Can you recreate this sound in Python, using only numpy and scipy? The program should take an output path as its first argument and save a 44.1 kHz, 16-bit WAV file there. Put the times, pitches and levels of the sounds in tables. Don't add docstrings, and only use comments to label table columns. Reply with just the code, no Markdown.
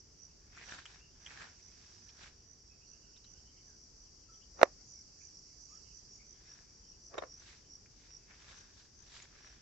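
import sys
import numpy as np
from scipy import signal
from scipy.fft import rfft, irfft, next_fast_len
from scipy.io import wavfile

SR = 44100
rng = np.random.default_rng(int(sys.argv[2]) if len(sys.argv) > 2 else 0)


def unload_wav(signal):
    wavfile.write(
        sys.argv[1],
        SR,
        np.round(np.clip(np.atleast_2d(signal).T, -1, 1) * 32767).astype(np.int16),
    )


N = 423801
TIME = np.arange(N) / SR

# peak t/s, length/s, swish level/dB, straw level/dB (before straw_gain_db)
STRIDES = [(0.605, 0.05, -58.5, -80), (0.727, 0.083, -52.5, -60.5), (0.92, 0.074, -63, -70),
           (1.325, 0.064, -56.5, -66.5), (1.422, 0.057, -50.5, -63.5), (1.893, 0.27, -71, -76),
           (2.239, 0.054, -58, -65), (6.527, 0.13, -68, -75.5), (7.5, 0.078, -62, -66.5),
           (8.059, 0.096, -73, -74.5), (8.318, 0.026, -58.5, -79), (8.518, 0.13, -60.5, -67),
           (8.8, 0.068, -72, -71), (9.172, 0.079, -60.5, -63.5), (9.457, 0.19, -65.5, -73.5)]
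# f/Hz, level/dB
SWISH_TONE = [(200, -8.5), (450, -10), (800, -7), (1250, -5.5), (1700, 1.5), (2100, 1), (3000, -5),
              (5000, -28)]
# f/Hz, level/dB
STRAW_TONE = [(1500, -28), (2600, -8.5), (3800, -0.5), (4800, -0.5), (7500, -6)]
RESONANCE_LEVELS = (-44.5, -29.5, -37, -39.5)


def steps(straw_gain_db=11, tick_db=-12.5, resonance_hz=(1450, 1734, 2680, 3850), ring_s=0.0057):
    swish_power, straw_power = np.zeros((2, N))
    for s, length, swish_db, straw_db in STRIDES:
        rise_s, fall_s = 1.12 * length, 0.96 * length
        from_peak = np.maximum((s - TIME) / rise_s, (TIME - s) / fall_s)
        swell = np.exp(-np.minimum(from_peak, 10) ** 1.2)
        swish_power += (swell * from_db(swish_db)) ** 2
        straw_power += (swell * from_db(straw_db + straw_gain_db)) ** 2
    swish = wide_noise(SWISH_TONE, grain_db=3)
    straw = wide_noise(STRAW_TONE, grain_db=1) + from_db(tick_db) * fibre_ticks()
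    rustle = np.sqrt(swish_power) * swish + np.sqrt(straw_power) * straw
    resonances = sum(from_db(db) * ring(rustle, hz, ring_s) * (1 + 0.61 * drift(13))
                     for hz, db in zip(resonance_hz, RESONANCE_LEVELS))
    flutter = from_db(1.4 * drift(90))
    return (rustle + resonances) * pan(-0.8) * flutter


def fibre_ticks(per_s=220, spread_db=3):
    breaks = rng.random(N) < per_s / SR
    sizes = from_db(spread_db * np.minimum(rng.exponential(1, N), 3))
    clicks = breaks * sizes * pan(4 * rng.standard_normal(N))
    return rms_one(ring(clicks, 2400, 0.0011) - ring(clicks, 4730, 0.00065))


# t/s, relative level/dB, ring f/Hz, left over right/dB
STALK_BREAKS = [(0.568, -36, 1650, -1.5), (.718, -36, 3750, -9), (.855, -29, 3070, -1),
                (1.263, -31, 3200, -1), (1.419, -36, 1630, -2), (2.091, -39, 5500, -2),
                (3.165, -47, 3780, 6), (3.2435, -44, 4100, 8), (7.1824, -31, 3750, -2),
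                (7.859, -47.5, 2427, 0), (9.222, -35.5, 7020, 1)]


def stalk_snaps(crack_s=0.0022, ring_s=0.0065, crack_db=-11.5, ring_db=-22, splinter_db=-0.5):
    out, t = np.zeros((2, N)), TIME[:SR // 40]
    for s, db, hz, side_db in STALK_BREAKS:
        splinter_s = 0.0055 * (.5 + rng.random())
        for late_s, weaker_db in ((0, 0), (splinter_s, splinter_db)):
            burst = rng.standard_normal(len(t)) * np.exp(-t / crack_s)
            snap = from_db(crack_db) * burst + from_db(ring_db) * ring(burst, hz, ring_s)
            add(out, s + late_s, from_db(db + weaker_db) * pan(side_db) * snap)
    return scatter(cut_bass(out, hz=1200, order=2), fade_s=.06, echo_db=-5)


# t/s, force level/dB, left over right/dB, f/Hz above which the knock is dulled
KNOCKS = [(4.593, -45, 4, 1000), (4.6157, -16.5, 2, 1810), (4.6315, -1, -2, 3977), (4.655, -49, 0.5, 995),
          (7.1415, -51, 2, 3000), (7.153, -58, 2, 1200), (7.181, -30.5, -14, 7000),
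          (7.1853, -29.5, 10, 1200), (7.223, -40, 4.5, 2200), (7.236, -43.5, 0, 1200)]


def hand_bumps(grit_db=-27, grit_s=0.003245, rub_db=-41, rub_rise_db_per_s=521, rub_fall_db_per_s=370.5):
    force, rub_level, t = np.zeros((2, N)), np.zeros(N), TIME[:SR // 80]
    for s, db, side_db, contact_hz in KNOCKS:
        blow = from_db(db - 0.5) * (t == 0)
        grit = from_db(grit_db + db / 2) * rng.standard_normal((2, len(t))) * np.exp(-t / grit_s)
        touch = from_db(-3) * soften(blow, hz=1200)
        add(force, s - .00145, pan(side_db - 6.5) * touch)
        add(force, s, pan(side_db) * soften(blow + grit, contact_hz))
        fade_db = np.maximum((s - TIME) * rub_rise_db_per_s, (TIME - s) * rub_fall_db_per_s)
        slide = from_db(rub_db + .24 * db - np.minimum(fade_db, 100))
        rub_level = np.maximum(rub_level, slide)
    friction = soften(rng.standard_normal(N) + rng.standard_normal((2, N)), hz=1400)
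    return case_ring(force) + rub_level * rms_one(case_ring(friction))


# f/Hz, level/dB, time to fade by 60 dB/s, left over right/dB
CASE_TONES = [(546, -22, 0.036, -2), (612.8, 0.5, 0.0067, 0.5), (810, -9, 0.0024, -8),
              (1098, -11.5, 0.015, 8.5), (1320, -2, 0.0038, -14), (1790, -10.5, 0.0084, 13),
              (2250, -7.5, 0.0027, -9), (3750, -10, 0.0029, 3.5), (5220, -15, 0.0025, -8),
              (6650, -22, 0.006, -10)]


def case_ring(force):
    tones = sum(from_db(db) * pan(side_db) * ring(force, hz, fade_s)
                for hz, db, fade_s, side_db in CASE_TONES)
    return cut_bass(tones, hz=400, order=3)


# first t/s, last t/s, count, f/Hz, relative level/dB, left over right/dB
CHIRP_RUNS = [(0.254, 0.714, 2, 5860, -53, -15), (1.282, 2.086, 3, 5880, -56.5, -6),
              (2.534, 3.338, 3, 5930, -56.5, -17), (2.722, 3.178, 2, 5530, -60.5, -11),
              (3.703, 4.377, 3, 5900, -58.5, -10), (4.644, 5.272, 3, 5960, -53.5, -10.5),
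              (4.921, 5.255, 2, 6750, -58.5, -17), (5.75, 6.18, 2, 6700, -60, -4),
              (5.013, 6.92, 6, 5646, -53, -2.5), (5.655, 6.329, 3, 5960, -54.5, -13),
              (7.084, 7.4, 2, 5945, -55, 0.5), (7.343, 8.17, 3, 5664, -50.5, -4.5),
              (8.61, 9.026, 2, 6140, -58, 15), (8.657, 9.519, 3, 5770, -64.5, -0.5)]


def crickets(stroke_s=0.013, pitch_fall=0.13, long_gap_s=.02, short_gap_s=0.0075, swell_db=2.5):
    out, progress = np.zeros((2, N)), np.arange(0, 1, 1 / (stroke_s * SR))
    shape = np.sin(np.pi * progress) ** 2 / np.sqrt(3 / 16)
    near = [(s, hz, db, side_db) for first, last, count, hz, db, side_db in CHIRP_RUNS
            for s in np.linspace(first, last, round(count))]
    farther = [(TIME[-1] * when, 5700 * (.97 + 0.047 * high), -62 - 4 * far, 10 * (side - .5))
               for when, high, far, side in rng.random(size=(60, 4))]
    for s, hz, db, side_db in near + farther:
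        for k, (jitter, detune, accent) in enumerate(rng.standard_normal(size=(8, 3))):
            pitch = hz * (1 - pitch_fall * (progress - .5) + 0.0026 * detune - 0.0017 * k)
            level = from_db(db + 0.14 - swell_db * max(k, 1) + 0.49 * accent)
            add(out, s - stroke_s / 2, level * shape * whistle(pitch) * pan(side_db))
            gap_s = short_gap_s + (long_gap_s - short_gap_s) * 0.54 ** k
            s -= gap_s * (1 + 0.044 * jitter)
    return scatter(out, fade_s=.12, echo_db=-8)


# t/s, length/s, start f/Hz, end f/Hz, level/dB (before gain_db), raspiness from 0 to 1
CALLS = [(.97, 0.13, 2730, 2830, -68, 0.5), (1.94, 0.11, 5340, 4860, -63, 0.1),
         (2.86, 0.027, 4600, 4320, -65, .3), (3.66, 0.1, 1765, 1450, -71.5, .4),
         (4.28, 0.057, 1328, 1320, -61.5, 0.26), (4.33, .03, 3293, 3100, -71.5, 0.7),
         (4.41, 0.038, 2740, 3200, -66.5, 1), (5.2, 0.031, 2400, 2540, -65.5, 1),
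         (5.68, 0.1, 1049, 1414, -68.5, .4), (5.83, 0.12, 2685, 2930, -72, 0.98),
         (6.18, 0.058, 2250, 2440, -66.5, 1)]


def birds(gain_db=2.5, flock_db=-78.5, flock_hz=2400):
    out = np.zeros(N)
    rasp = 0.06 * drift(440) + 0.012 * drift(90)
    flock = [(9.9 * when, 0.062 + 0.12 * long, flock_hz * 2 ** (1.4 * high - .7),
              flock_hz * 2 ** (1.2 * high - .8 + 0.22 * rise), flock_db - 6 * far, 1)
             for when, long, high, rise, far in rng.random(size=(70, 5))]
    for s, length, start_hz, end_hz, db, raspiness in list(CALLS) + climbing_song() + flock:
        progress = np.linspace(0, 1, int(length * SR))
        wobble = rasp.take(int(s * SR) + np.arange(len(progress)), mode="wrap")
        pitch = (start_hz + (end_hz - start_hz) * progress) * (1 + raspiness * wobble)
        call = from_db(db + gain_db) * np.sin(np.pi * progress) * whistle(pitch)
        add(out, min(s, TIME[-1]), call)
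    return scatter(out * pan(0), fade_s=.25, echo_db=0)


def climbing_song(start_s=2.69, every_s=.108, note_s=0.069, first_hz=2530, top_hz=3040):
    k = np.arange(9)
    pitches = top_hz + (first_hz - top_hz) * np.exp(-k / 3)
    return [(s, note_s, hz - 50, hz + 50, -72, 0.74) for s, hz in zip(start_s + every_s * k, pitches)]


# t/s, level/dB (before gain_db), left over right/dB
INSECT_SWELL = [(0.0, -65, -1), (0.91, -66, 0), (1.87, -62, -4.5), (2.54, -67.5, 0), (2.94, -63.5, -4.5),
                (4.39, -63, 3.5), (5.88, -59.5, -6), (6.31, -63.5, 1), (9.6, -66.5, 1.5)]
# f/Hz, level/dB
INSECT_TONE = [(2180, -64.5), (3700, -35.5), (4140, -21), (4710, -5), (5220, -6), (5700, -0.5),
               (6110, -5.5), (6370, -10), (6890, -11), (7300, -17), (7610, -16.5), (9890, -52.5),
               (16700, -120)]


def insect_chorus(gain_db=1.47, shimmer_db=0.6):
    times, *columns = np.transpose(INSECT_SWELL)
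    db, side_db = [np.interp(TIME, times, column) for column in columns]
    hiss = wide_noise(INSECT_TONE, grain_db=-1.2)
    return hiss * pan(side_db) * from_db(db + gain_db + shimmer_db * drift(63))


# f/Hz, level/dB
AIR_TONE = [(20, -14.5), (45, 1.5), (70, -1.5), (120, -7.5), (250, -13.5), (400, -13.5), (540, -21.5),
            (1100, -26), (2200, -29), (3600, -32), (8000, -35)]


def air(level_db=-64, waver_db=0.49):
    return from_db(level_db) * wide_noise(AIR_TONE) * from_db(waver_db * drift(12))


# f/Hz, likeness from 0 to 1
EAR_LIKENESS = [(60, 0.98), (200, 0.82), (400, 0.28), (800, 0.33), (2000, .25), (7000, .1)]


def wide_noise(tone, grain_db=0):
    size = next_fast_len(N)
    hz = np.arange(size // 2 + 1) * SR / size
    grain_sizes = np.minimum(rng.exponential(1, N // 32 + 1), 5)
    grains = from_db(grain_db * np.repeat(grain_sizes, 32)[:N])
    middle, side = rfft(rng.standard_normal((2, N)) * grains, size)
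    alike = np.clip(at_hz(EAR_LIKENESS, hz), 0, 1)
    ears = np.sqrt(1 + alike) * middle + np.sqrt(1 - alike) * side * [[1], [-1]]
    return rms_one(irfft(ears * from_db(at_hz(tone, hz)), size)[:, :N])


def scatter(x, fade_s, echo_db):
    t = TIME[:SR // 2]
    echoes = rng.standard_normal((2, len(t))) * from_db(-60 * t / fade_s)
    echoes /= np.sqrt(np.sum(echoes ** 2, axis=1, keepdims=True))
    gain = from_db(echo_db)
    return (x + gain * signal.oaconvolve(x, echoes, axes=1)[:, :N]) / np.sqrt(1 + gain ** 2)


def ring(x, hz, fade_s):
    decay, turn = from_db(-60 / (fade_s * SR)), 2 * np.pi * hz / SR
    return signal.lfilter([0, np.sin(turn)], [1, -2 * decay * np.cos(turn), decay ** 2], x + 1e-18)


def whistle(hz):
    return np.sin(2 * np.pi * np.cumsum(hz) / SR)


def soften(x, hz):
    decay = np.exp(-2 * np.pi * hz / SR)
    return signal.lfilter([1 - decay], [1, -decay], x + 1e-18)


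def cut_bass(x, hz, order):
    return signal.sosfilt(signal.butter(order, hz, "high", fs=SR, output="sos"), x + 1e-18)


def drift(per_s):
    points = rng.standard_normal(8000)
    return rms_one(np.interp(TIME * per_s, np.arange(len(points)), points))


def at_hz(table, hz):
    f, value = np.transpose(table)
    return np.interp(np.log(hz + 1e-9), np.log(f), value)


def pan(side_db):
    gains = from_db(np.array([[1], [-1]]) * side_db / 2)
    return gains / np.sqrt(np.mean(gains ** 2, axis=0))


def add(out, s, sound):
    i = max(round(s * SR), 0)
    out[..., i:i + sound.shape[-1]] += sound[..., :N - i]


def from_db(db):
    return 10 ** (np.asarray(db) / 20)


def rms_one(x):
    return x / np.sqrt(np.mean(x ** 2) + 1e-20)


def scene():
    return air() + insect_chorus() + crickets() + birds() + steps() + stalk_snaps() + hand_bumps()


def record(dry, hiss_db=-92, treble_top_hz=8450, final_top_hz=15750):
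    narrow = signal.sosfilt(signal.cheby2(16, 60, treble_top_hz, fs=SR, output="sos"), dry)
    clipped = np.clip(narrow + from_db(hiss_db) * rng.standard_normal((2, N)), -1, 1)
    return signal.sosfilt(signal.ellip(10, .1, 70, final_top_hz, fs=SR, output="sos"), .97 * clipped)


dry = scene()
out = record(dry)
unload_wav(out)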